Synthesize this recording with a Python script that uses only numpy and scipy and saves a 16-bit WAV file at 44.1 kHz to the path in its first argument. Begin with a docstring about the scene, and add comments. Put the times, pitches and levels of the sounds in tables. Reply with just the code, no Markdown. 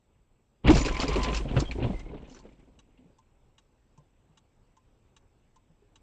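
"""A low rumble and faint hiss of a night street, then a parked car is rammed and shoved sideways.
Its body booms, panels buckle and groan, trim cracks and rattles, tyres squeal; then a hazard relay ticks.
A small camera inside the cabin hears it. Shaped noise makes the street, crumpling and rattle;
sine swings make the boom and groan; fading rings make the blows; noise and sines mix in the cracks,
squeals and relay."""
import sys
import numpy as np
from scipy import signal
from scipy.fft import rfft, irfft, next_fast_len
from scipy.io import wavfile
from scipy.ndimage import uniform_filter1d

SR = 44100
rng = np.random.default_rng(int(sys.argv[2]) if len(sys.argv) > 2 else 0)


def store_wav(level_fs):
    """Save 16-bit WAV to argv[1]."""
    pcm = np.round(np.clip(np.atleast_2d(level_fs), -1, 1) * 32767)
    wavfile.write(sys.argv[1], SR, pcm.T.astype(np.int16))


N = 265482  # length in samples


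def amp(db):
    """Turns decibels into a plain multiplier."""
    return 10 ** (np.asarray(db) / 20)


def evened(x):
    """Scales a sound to an average (rms) strength of 1."""
    return x / np.sqrt(np.mean(x ** 2) + 1e-20)


def steady(x, seconds):
    """Evens out the slow level of x, keeping its fine grain."""
    return x / np.sqrt(abs(uniform_filter1d(x ** 2, round(seconds * SR))) + 1e-20)


def along(rows, column):
    """Draws a table column as a curve over every sample."""
    rows = np.asarray(rows)
    return np.interp(np.arange(N) / SR, rows[:, 0], rows[:, column])


def between(rows, fade):
    """A gate open from the first row to the last; fade is the share of it spent opening and closing."""
    gate = np.zeros(N)
    length = round((rows[-1][0] - rows[0][0]) * SR)
    add(gate, rows[0][0], signal.windows.tukey(length, fade))
    return gate


def colour(x, points):
    """Makes each pitch region louder or softer, following a (f/Hz, level/dB) table."""
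    f, db = np.transpose(points)
    size = next_fast_len(len(x) + 4096)
    hz = np.fft.rfftfreq(size, 1 / SR)
    gain = amp(np.interp(np.log(hz + 1), np.log(f + 1), db))
    return irfft(rfft(x, size) * gain, size)[:len(x)]


def add(mix, s, sound):
    """Lays a sound into the mix, starting at s seconds."""
    part = mix[round(s * SR):][:len(sound)]
    part += sound[:len(part)]


def resonate(x, hz, width):
    """Keeps a band around the pitch hz: shifts it down to zero, smooths, and shifts it back."""
    turn = np.exp(2j * np.pi * np.cumsum(hz * np.ones(len(x))) / SR)
    r = np.exp(-np.pi * width / SR)
    return 2 * (turn * signal.lfilter([1 - r], [1, -r], x / turn)).real


def impacts(per_s, spread_db):
    """Scatters single-sample hits of uneven size at random moments."""
    size = amp(spread_db * np.minimum(rng.exponential(1, N), 4))
    return size * (rng.random(N) < per_s / SR)


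def clatter(per_s, spread_db, t60):
    """Noise in clumps: many small impacts, each fading by 60 dB in t60 seconds."""
    hits = impacts(per_s, spread_db)
    power = signal.lfilter([1], [1, -amp(-120 / (t60 * SR))], hits ** 2)
    return np.sqrt(power + 1e-9) * rng.standard_normal(N)


def debris(per_s, spread_db, low_hz, high_hz, cycles):
    """Loose bits knock about: each rings a few cycles at its own pitch."""
    hits = impacts(per_s, spread_db)
    bit, t, out = rng.integers(0, 24, N), np.arange(1500) / SR, np.zeros(N)
    for k, hz in enumerate(np.geomspace(low_hz, high_hz, 24)):
        ring = np.sin(2 * np.pi * hz * t) * hz * t * np.exp(-hz * t / cycles)
        out += signal.oaconvolve(hits * (bit == k), ring / np.linalg.norm(ring))[:N]
    return evened(out)


# tone of the street's low rumble: (f/Hz, relative level/dB)
RUMBLE_TONE = [(12, -36.5), (20, 4), (127, -3), (156, -9), (251, -9.5), (313, -11.5), (495, -14.5),
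               (727, -20), (827, -18), (1600, -29), (2080, -61.5), (3520, -120)]
# tone of the hiss: (f/Hz, relative level/dB)
HISS_TONE = [(1100, -31.5), (1600, -2), (2100, 0.5), (2600, 2), (3100, -2.5), (3550, -3.5), (4200, -8),
             (6900, -9.5), (7500, -11.5), (8700, -14), (11000, -50)]
# thin electrical whines: (f/Hz, level/dB)
WHINES = [(7660, -94), (7720, -91.5), (8300, -99)]
QUIET_DB, AFTER_DB = -66.7, -64.5  # rumble level before the crash starts, and from then on
HISS_UNDER_RUMBLE_DB = -16.5


def street():
    """Low night rumble that flutters, a hiss that swells in patches of time and pitch, and the whines."""
    flutter = amp(1.5 * evened(uniform_filter1d(rng.standard_normal(N), 3000)))
    rumble = evened(colour(rng.standard_normal(N), RUMBLE_TONE) * flutter)
    spectrum = signal.stft(rng.standard_normal(N), nperseg=512)[2]
    patches = uniform_filter1d(rng.standard_normal(spectrum.shape), 5, 0)
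    patches = evened(uniform_filter1d(patches, 12, 1))
    hiss = signal.istft(spectrum * amp(2.0 * patches), nperseg=512)[1][:N]
    hiss = amp(HISS_UNDER_RUMBLE_DB) * evened(colour(hiss, HISS_TONE))
    whine = sum(amp(db) * steady(resonate(rng.standard_normal(N), hz, 7.4), .05) for hz, db in WHINES)
    before = np.arange(N) < WRECK_LEVELS[0][0] * SR
    return (rumble + hiss) * amp(np.where(before, QUIET_DB, AFTER_DB)) + whine


# the cabin air booms as the body rocks: (t/s, level/dB)
BOOM_LEVELS = [(0.63, -58), (0.72, -23), (0.83, -31.5), (1.06, -35), (1.18, -24.5), (1.25, -32),
               (1.41, -29), (1.49, -43), (1.58, -29), (1.7, -41), (1.77, -37), (1.82, -47), (1.86, -37),
               (1.98, -39), (2.16, -60), (2.41, -58), (2.93, -72), (3.15, -64)]
# slow heave on the springs: (t/s, level/dB)
HEAVE_LEVELS = [(0.63, -55), (0.71, -15), (0.8, -29), (0.95, -33), (1.1, -39), (1.5, -36), (1.75, -41),
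                (1.92, -35), (2.2, -52), (2.6, -65), (3.15, -78)]
# tone of the shaking body's broad rush: (f/Hz, relative level/dB)
RUSH_TONE = [(30, -20), (80, 0), (150, -5), (700, -18), (12000, -38)]
BOOM_HZ, HEAVE_HZ = 52, 29
RUSH_DB = -12.5  # against the boom


def boom():
    """The cabin air swings low, wavering in pitch, with a broad rush, over a slower heave."""
    waver = 1 + .09 * evened(uniform_filter1d(rng.standard_normal(N), 1500))
    swing = np.sqrt(2) * np.sin(2 * np.pi * np.cumsum(BOOM_HZ * waver) / SR)
    heave = resonate(resonate(rng.standard_normal(N), HEAVE_HZ, 18), HEAVE_HZ, 18)
    heave = steady(heave, .12) * amp(along(HEAVE_LEVELS, 1))
    rush = amp(RUSH_DB) * evened(colour(rng.standard_normal(N), RUSH_TONE))
    return ((swing + rush) * amp(along(BOOM_LEVELS, 1)) + heave) * between(BOOM_LEVELS, .02)


# the wreck in motion: (t/s, panel crumpling level/dB, trim rattle level/dB, grit and shards level/dB)
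WRECK_LEVELS = [(0.63, -64, -74, -107), (0.65, -28, -41, -86), (0.68, -12.5, -24, -61),
                (0.705, -11.5, -20, -45), (0.75, -27.5, -38.5, -39), (0.96, -39, -45, -56),
                (1.02, -35, -31, -42), (1.07, -32, -43, -52), (1.15, -37, -36, -59), (1.17, -25, -43, -58),
                (1.23, -38, -35, -52), (1.3, -30, -38, -58), (1.38, -40, -41, -41), (1.43, -40, -58, -75),
                (1.51, -33, -47, -70), (1.55, -33, -51, -82), (1.57, -29, -35, -67), (1.6, -25, -43, -41),
                (1.67, -40, -54, -70), (1.75, -40, -58, -74), (1.84, -26, -48, -76), (2.02, -52, -61, -82),
                (2.13, -40, -60, -86), (2.27, -50, -63, -80), (2.31, -54, -64, -64), (2.39, -59, -65, -63),
                (2.44, -56, -70, -83), (2.96, -68, -86, -103), (3.0, -58, -82, -96), (3.15, -66, -84, -95)]
# tone of crumpling panels: (f/Hz, relative level/dB)
PANEL_TONE = [(35, -17), (60, 1), (92, -12.5), (129, -4), (204, -8), (255, -3), (368, -10), (763, -20.5),
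              (921, -23.5), (1000, -23.5), (1300, -50), (2200, -120)]
# tone of rattling trim, also used by the cracks: (f/Hz, relative level/dB)
TRIM_TONE = [(290, -29), (500, -0.5), (638, -9), (922, -5), (1030, -6), (1250, -9.5), (1640, -12),
             (2440, -8), (3080, -9), (3530, -13.5), (4300, -18.5), (5590, -45.5), (9460, -120)]
# tone of grit and shards, also used by the cracks: (f/Hz, relative level/dB)
GRIT_TONE = [(2350, -28), (4000, 3), (4930, -1.5), (5330, 1), (5730, 1), (6380, -2.5), (6920, 1),
             (7740, -7.5), (8730, -30), (11300, -56), (19200, -120)]


def wreck():
    """Crowds of tiny impacts make crumpling, rattle and grit, each under its own level."""
    rattle = evened(clatter(220, 3.6, .05)) + .4 * debris(1200, 2.6, 600, 4200, 3.0)
    grit = evened(clatter(200, 4.7, 0.032)) + .4 * debris(1300, 4.5, 4300, 8000, 4.5)
    layers = [steady(colour(clatter(160, 5.3, .08), PANEL_TONE), 0.056),
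              steady(colour(rattle, TRIM_TONE), 0.12),
              steady(colour(grit, GRIT_TONE), 0.085)]
    total = sum(x * amp(along(WRECK_LEVELS, k + 1)) for k, x in enumerate(layers))
    return between(WRECK_LEVELS, 0.013) * total


# the first panel folds; its groan rises, then drops: (t/s, f/Hz, level/dB)
FOLD_GROAN = [(0.640, 120, -43), (0.655, 122, -22.5), (0.68, 180, -21), (0.700, 307, -10),
              (0.715, 350, -5.5), (0.724, 260, -26.5), (0.740, 182, -17), (0.76, 150, -36.5)]


def fold():
    """One big panel swings as it folds: a sine whose pitch glides and wobbles."""
    wobble = 1 + .12 * evened(uniform_filter1d(rng.standard_normal(N), 150))
    swing = np.sin(2 * np.pi * np.cumsum(along(FOLD_GROAN, 1) * wobble) / SR)
    return np.sqrt(2) * swing * amp(along(FOLD_GROAN, 2)) * between(FOLD_GROAN, 0.073)


# cracks and knocks of trim, plus one bright click at 1.992 s that makes the relay's first tick stronger: (t/s,
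# knock level/dB, f/Hz, splinter level/dB over the knock, snap 0-1)
CRACK_EVENTS = [(0.6474, -43, 2400, -32, 0.5), (0.6638, -32.5, 2560, -30, 0.72),
                (0.6736, -29, 2900, -10, 0.58), (0.7014, -28, 2610, 0, 0.5), (0.7494, -29, 2280, -1, 0.53),
                (0.765, -28, 1540, -7, 0.06), (0.779, -31.5, 2370, -1, 0.56), (0.8139, -38, 2280, -5, 0.92),
                (0.849, -31.5, 2480, -6.5, 0.7), (0.858, -30, 2510, 0, 0.3),
                (0.8819, -28, 1490, -13.5, 0.05), (0.9443, -37, 2160, -8, 0.05),
                (0.9675, -35, 2260, -11.5, 0.87), (1.0012, -36, 3015, 0.6, 0.97),
                (1.0154, -34, 3090, 1.5, 0.05), (1.035, -36, 1390, -14, 0.87),
                (1.0805, -35.5, 2260, 0.6, 0.69), (1.0942, -34, 2500, -20.5, 0.4),
                (1.129, -47.5, 2270, 6, 0.4), (1.1581, -30, 2520, -6.5, 0.5), (1.2131, -49, 2460, 0, 0.4),
                (1.2299, -41.5, 2980, 11, 0.3), (1.2444, -44, 2540, 1, 0.7), (1.2859, -40, 2830, -19, 0.9),
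                (1.3445, -30.5, 2580, -3.5, 0.36), (1.3728, -36, 2644, -6, 0.83),
                (1.487, -40.5, 2860, -28, 0.2), (1.5435, -48.5, 1740, -30, 0.67),
                (1.5658, -28, 1340, -27, 0.6), (1.5988, -35.5, 1220, -2.5, 0.5),
                (1.7117, -36.5, 2380, -10.5, 0.86), (1.785, -56, 2150, -16, 0.7),
                (1.8117, -48, 1660, -32, 0.3), (1.8262, -36.5, 2660, -36, 0.65),
                (1.8395, -35.5, 2726, -29, 0.37), (1.992, -57, 2300, 3, 0.1),
                (2.1428, -54, 1220, -29, 0.83), (2.1774, -57.5, 2690, -33, 0.7),
                (2.2184, -60, 2120, -13, 0.4), (2.2468, -58.5, 2630, -20.5, 0.5),
                (2.2975, -58, 2900, -1.5, 0.6), (2.347, -55.5, 1340, -2.5, 0.8),
                (2.3632, -53, 1510, -12, 0.1), (2.4399, -67, 2250, -13, 0.8), (2.4534, -62, 1280, -17, 0.6),
                (2.4897, -65, 2220, -17, 0.7), (2.5237, -67, 2370, -8, 0.57),
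                (2.597, -66.5, 2240, -10.5, 0.6), (2.9758, -63, 2820, -25.5, 0.6)]
SPLINTER_HZ, SPLINTER_SPREAD = 4850, .05  # usual pitch; random spread as a share of it
FAINT_DB, RISE_HZ_PER_DB = -50, 190  # knocks fainter than this come from smaller bits, which splinter higher


def cracks():
    """A sharp snap, with splintering noise around a low and a high pitch dying away."""
    out, t = np.zeros(N), np.arange(round(.15 * SR)) / SR
    quick = t / .0008 * np.exp(-t / .0008)
    tail = amp(-60 * t / 0.078) * (1 - np.exp(-t / 0.0027))
    for s, db, hz, bright_db, snap in CRACK_EVENTS:
        bright_hz = SPLINTER_HZ + RISE_HZ_PER_DB * np.clip(FAINT_DB - db, 0, 15)
        bright_hz *= np.exp(SPLINTER_SPREAD * rng.standard_normal())
        a, b, c, d = rng.standard_normal((4, len(t)))
        knock = evened(colour(a, TRIM_TONE)) + .9 * evened(resonate(resonate(c, hz, 600), hz, 600))
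        splinter = evened(colour(b, GRIT_TONE)) + .6 * evened(resonate(d, bright_hz, 500))
        noise = tail * (knock + amp(bright_db) * splinter)
        low_ping = .6 * np.sin(2 * np.pi * hz * t)
        high_ping = amp(bright_db) * 0.9 * np.sin(2 * np.pi * bright_hz * t)
        sharp = 16 * np.clip(snap, 0, 1) ** 2 * quick * (low_ping + high_ping)
        add(out, s, amp(db) * (noise + sharp))
    return out


# a tyre dragged over asphalt: (t/s, f/Hz, level/dB)
TYRE_DRAG = [(0.74, 1050, -52), (0.79, 1070, -42), (0.85, 1005, -41.5), (1.0, 1030, -40), (1.06, 1022, -47),
             (1.13, 1068, -34.5), (1.18, 995, -36.5), (1.22, 1006, -33.5), (1.30, 1020, -34.5),
             (1.33, 1038, -43), (1.43, 1040, -51)]
# short squeaks of rubbing parts: (t/s, length/s, f/Hz, level/dB)
SQUEAK_EVENTS = [(0.785, 0.054, 6800, -43.5), (0.932, 0.031, 2300, -45), (1.645, 0.055, 3210, -48),
                 (1.922, 0.11, 2083, -56), (2.040, 0.075, 2144, -64)]


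def squeals():
    """Stick-slip whistles: two tyres, one a little higher, and the short squeaks of rubbing parts."""
    noise, hz = rng.standard_normal((2, N)), along(TYRE_DRAG, 1)
    fuzz = steady(resonate(resonate(noise[0], hz, 90), hz, 90), 0.021)
    other_tyre = evened(resonate(resonate(noise[1], 1.13 * hz, 60), 1.13 * hz, 60))
    waver = 1 + 0.0068 * evened(uniform_filter1d(noise[0], 400))
    turns = np.cumsum(hz * waver) / SR
    whistle = 0.92 * np.sin(2 * np.pi * turns) + .15 * np.sin(4 * np.pi * turns)
    tyres = whistle + .35 * fuzz + 0.25 * other_tyre
    out = tyres * amp(along(TYRE_DRAG, 2)) * between(TYRE_DRAG, 0.038)
    for s, length, hz, db in SQUEAK_EVENTS:
        rub = rng.standard_normal(8000)[:round(length * SR)]
        squeak = steady(resonate(resonate(rub, hz, 110), hz, 110), .03)
        add(out, s, amp(db) * squeak * signal.windows.tukey(len(rub), .4))
    return out


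# dull blows through the body: (t/s, level/dB, f/Hz, shaken parts level/dB against the blow)
THUD_EVENTS = [(0.752, -14.5, 131, -8), (0.853, -26, 305, -1.5), (1.035, -22, 276, -9.5),
               (1.088, -24, 148, -5.5), (1.156, -23, 377, 0), (1.288, -29, 416, -2), (1.45, -23, 138, -14),
               (1.564, -9.5, 123.6, -13), (1.593, -16.5, 125.2, -22), (1.784, -24, 81, -12),
               (1.818, -25, 116, -14.5), (1.843, -17, 120.3, -14.5), (1.899, -23, 188.6, -19),
               (2.069, -40, 206, -8.5), (2.13, -33, 427, -6.5), (2.308, -43, 256, -5.5),
               (2.354, -52, 330, 2.5), (2.449, -44.5, 204, -0.5), (2.672, -54, 266, -7),
               (2.988, -48, 251, -19.5), (3.052, -50, 177, -13.5), (3.98, -45, 146, -17.5),
               (4.294, -52.5, 157, -18), (5.698, -51, 162, -17), (5.82, -56, 411, -6.5)]
THUD_T60_S = .145  # time to fade by 60 dB
SHAKE_HZ, SHAKE_SPREAD = 430, .14  # usual pitch of the shaken parts; random spread as a share of it


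def thuds():
    """Each blow rings a low panel and shakes the parts around it."""
    out, t = np.zeros(N), np.arange(round(.3 * SR)) / SR
    for s, db, hz, shake_db in THUD_EVENTS:
        shake_hz = SHAKE_HZ * np.exp(SHAKE_SPREAD * rng.standard_normal())
        shake = evened(resonate(resonate(rng.standard_normal(len(t)), shake_hz, 240), shake_hz, 240))
        ring = np.sin(2 * np.pi * hz * t) + amp(shake_db) * shake
        fade = amp(db - 60 * t / THUD_T60_S) * (1 - np.exp(-t / .003))
        add(out, s, fade * ring)
    return out


# ringing of the relay housing: (f/Hz, relative level/dB, time to fade by 60 dB t/s)
TICK_RINGS = [(890, -4.5, 0.069), (1118.5, -4.5, 0.074), (2826, 3, 0.031), (3850, 1.5, .045)]
TOCK_RINGS = [(902, -4.5, 0.059), (1031, -7.5, 0.095), (6250, -21, 0.018)]
# lower and treble tone of the relay's chatter: (f/Hz, relative level/dB)
CHATTER_TONE = [(600, -21), (1500, 2), (2200, -6.5), (2900, 4), (4000, -1.5), (4700, -29.5), (5500, -32)]
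TREBLE_TONE = [(3500, -30), (4600, -6), (5400, -5), (6400, 1), (7000, -3), (7900, -3), (8700, -20),
               (11000, -50)]
# the contact closes with a tick, lets go with a tock, round and round
FIRST_TICK_S, BLINK_S, CLOSED_S = 1.9975, .7917, .395
TICK_DB, TOCK_DB = -71.5, -70
TICK_TREBLE_DB, TOCK_TREBLE_DB = -2.5, 2.5  # against the lower chatter


def relay():
    """The armature strikes and chatters for some milliseconds: a dry clack that rings its housing."""
    out, t = np.zeros(N), np.arange(round(.12 * SR)) / SR
    ticks = np.arange(FIRST_TICK_S, N / SR, BLINK_S)
    # rise and lasts in seconds; clack is the chatter's strength beside the ring
    for times, level_db, treble_db, modes, rise, lasts, clack in (
            (ticks, TICK_DB, TICK_TREBLE_DB, TICK_RINGS, .003, .011, 3.1),
            (ticks + CLOSED_S, TOCK_DB, TOCK_TREBLE_DB, TOCK_RINGS, .006, .010, .8)):
        ring = sum(amp(db - 60 * t / t60) * np.sin(2 * np.pi * hz * t) for hz, db, t60 in modes)
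        ring = evened(ring * (1 - np.exp(-t / rise)))
        shape = (1 - np.exp(-t / 0.00033)) * np.exp(-(t / lasts) ** 2 / 2)
        for s in times:
            low, high = rng.standard_normal((2, len(t)))
            chatter = evened(colour(low, CHATTER_TONE)) + amp(treble_db) * evened(colour(high, TREBLE_TONE))
            add(out, s, amp(level_db) * (ring + clack * shape * chatter))
    return out


def scene():
    """Adds up all the sounds, the same in both channels."""
    mono = street() + boom() + wreck() + fold() + cracks() + squeals() + thuds() + relay()
    return np.array([mono, mono])


# overall treble tone: drops steeply above 8.5 kHz, with a faint remainder above: (f/Hz, level/dB)
TOP_TONE = [(8500, -1), (9100, -17), (9800, -28), (11000, -12.5), (12200, -25), (14000, -27.5)]
# how far the treble differs between left and right: (f/Hz, side over mid level/dB)
APART_TONE = [(2500, -91.5), (3800, -28.5), (5000, -15), (7000, -8), (8200, -2), (9000, 0), (10500, -4)]
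FULL_SCALE = .45  # loud peaks bend softly toward this limit
HISS_SOURCE_DB = -98.5  # noise level before differencing, which lifts its treble
EDGE_HZ = 14700


def record(dry):
    """Loud peaks are softly bent and the treble is dulled; faint hiss joins, then the very top is cut.

    The treble differs a little between left and right, changing quickly."""
    mid = colour(FULL_SCALE * np.tanh(dry[0] / FULL_SCALE), TOP_TONE)
    quick_change = evened(uniform_filter1d(uniform_filter1d(rng.standard_normal(N), 100), 100))
    side = colour(mid, APART_TONE) * quick_change
    both = np.array([mid + side, mid - side])
    both = both + amp(HISS_SOURCE_DB) * np.diff(np.diff(rng.standard_normal((2, N + 2))))
    top_cut = signal.firwin(511, EDGE_HZ, window=("kaiser", 9), fs=SR)
    return signal.oaconvolve(both, top_cut[None], "same")


dry = scene()
out = record(dry)
store_wav(out)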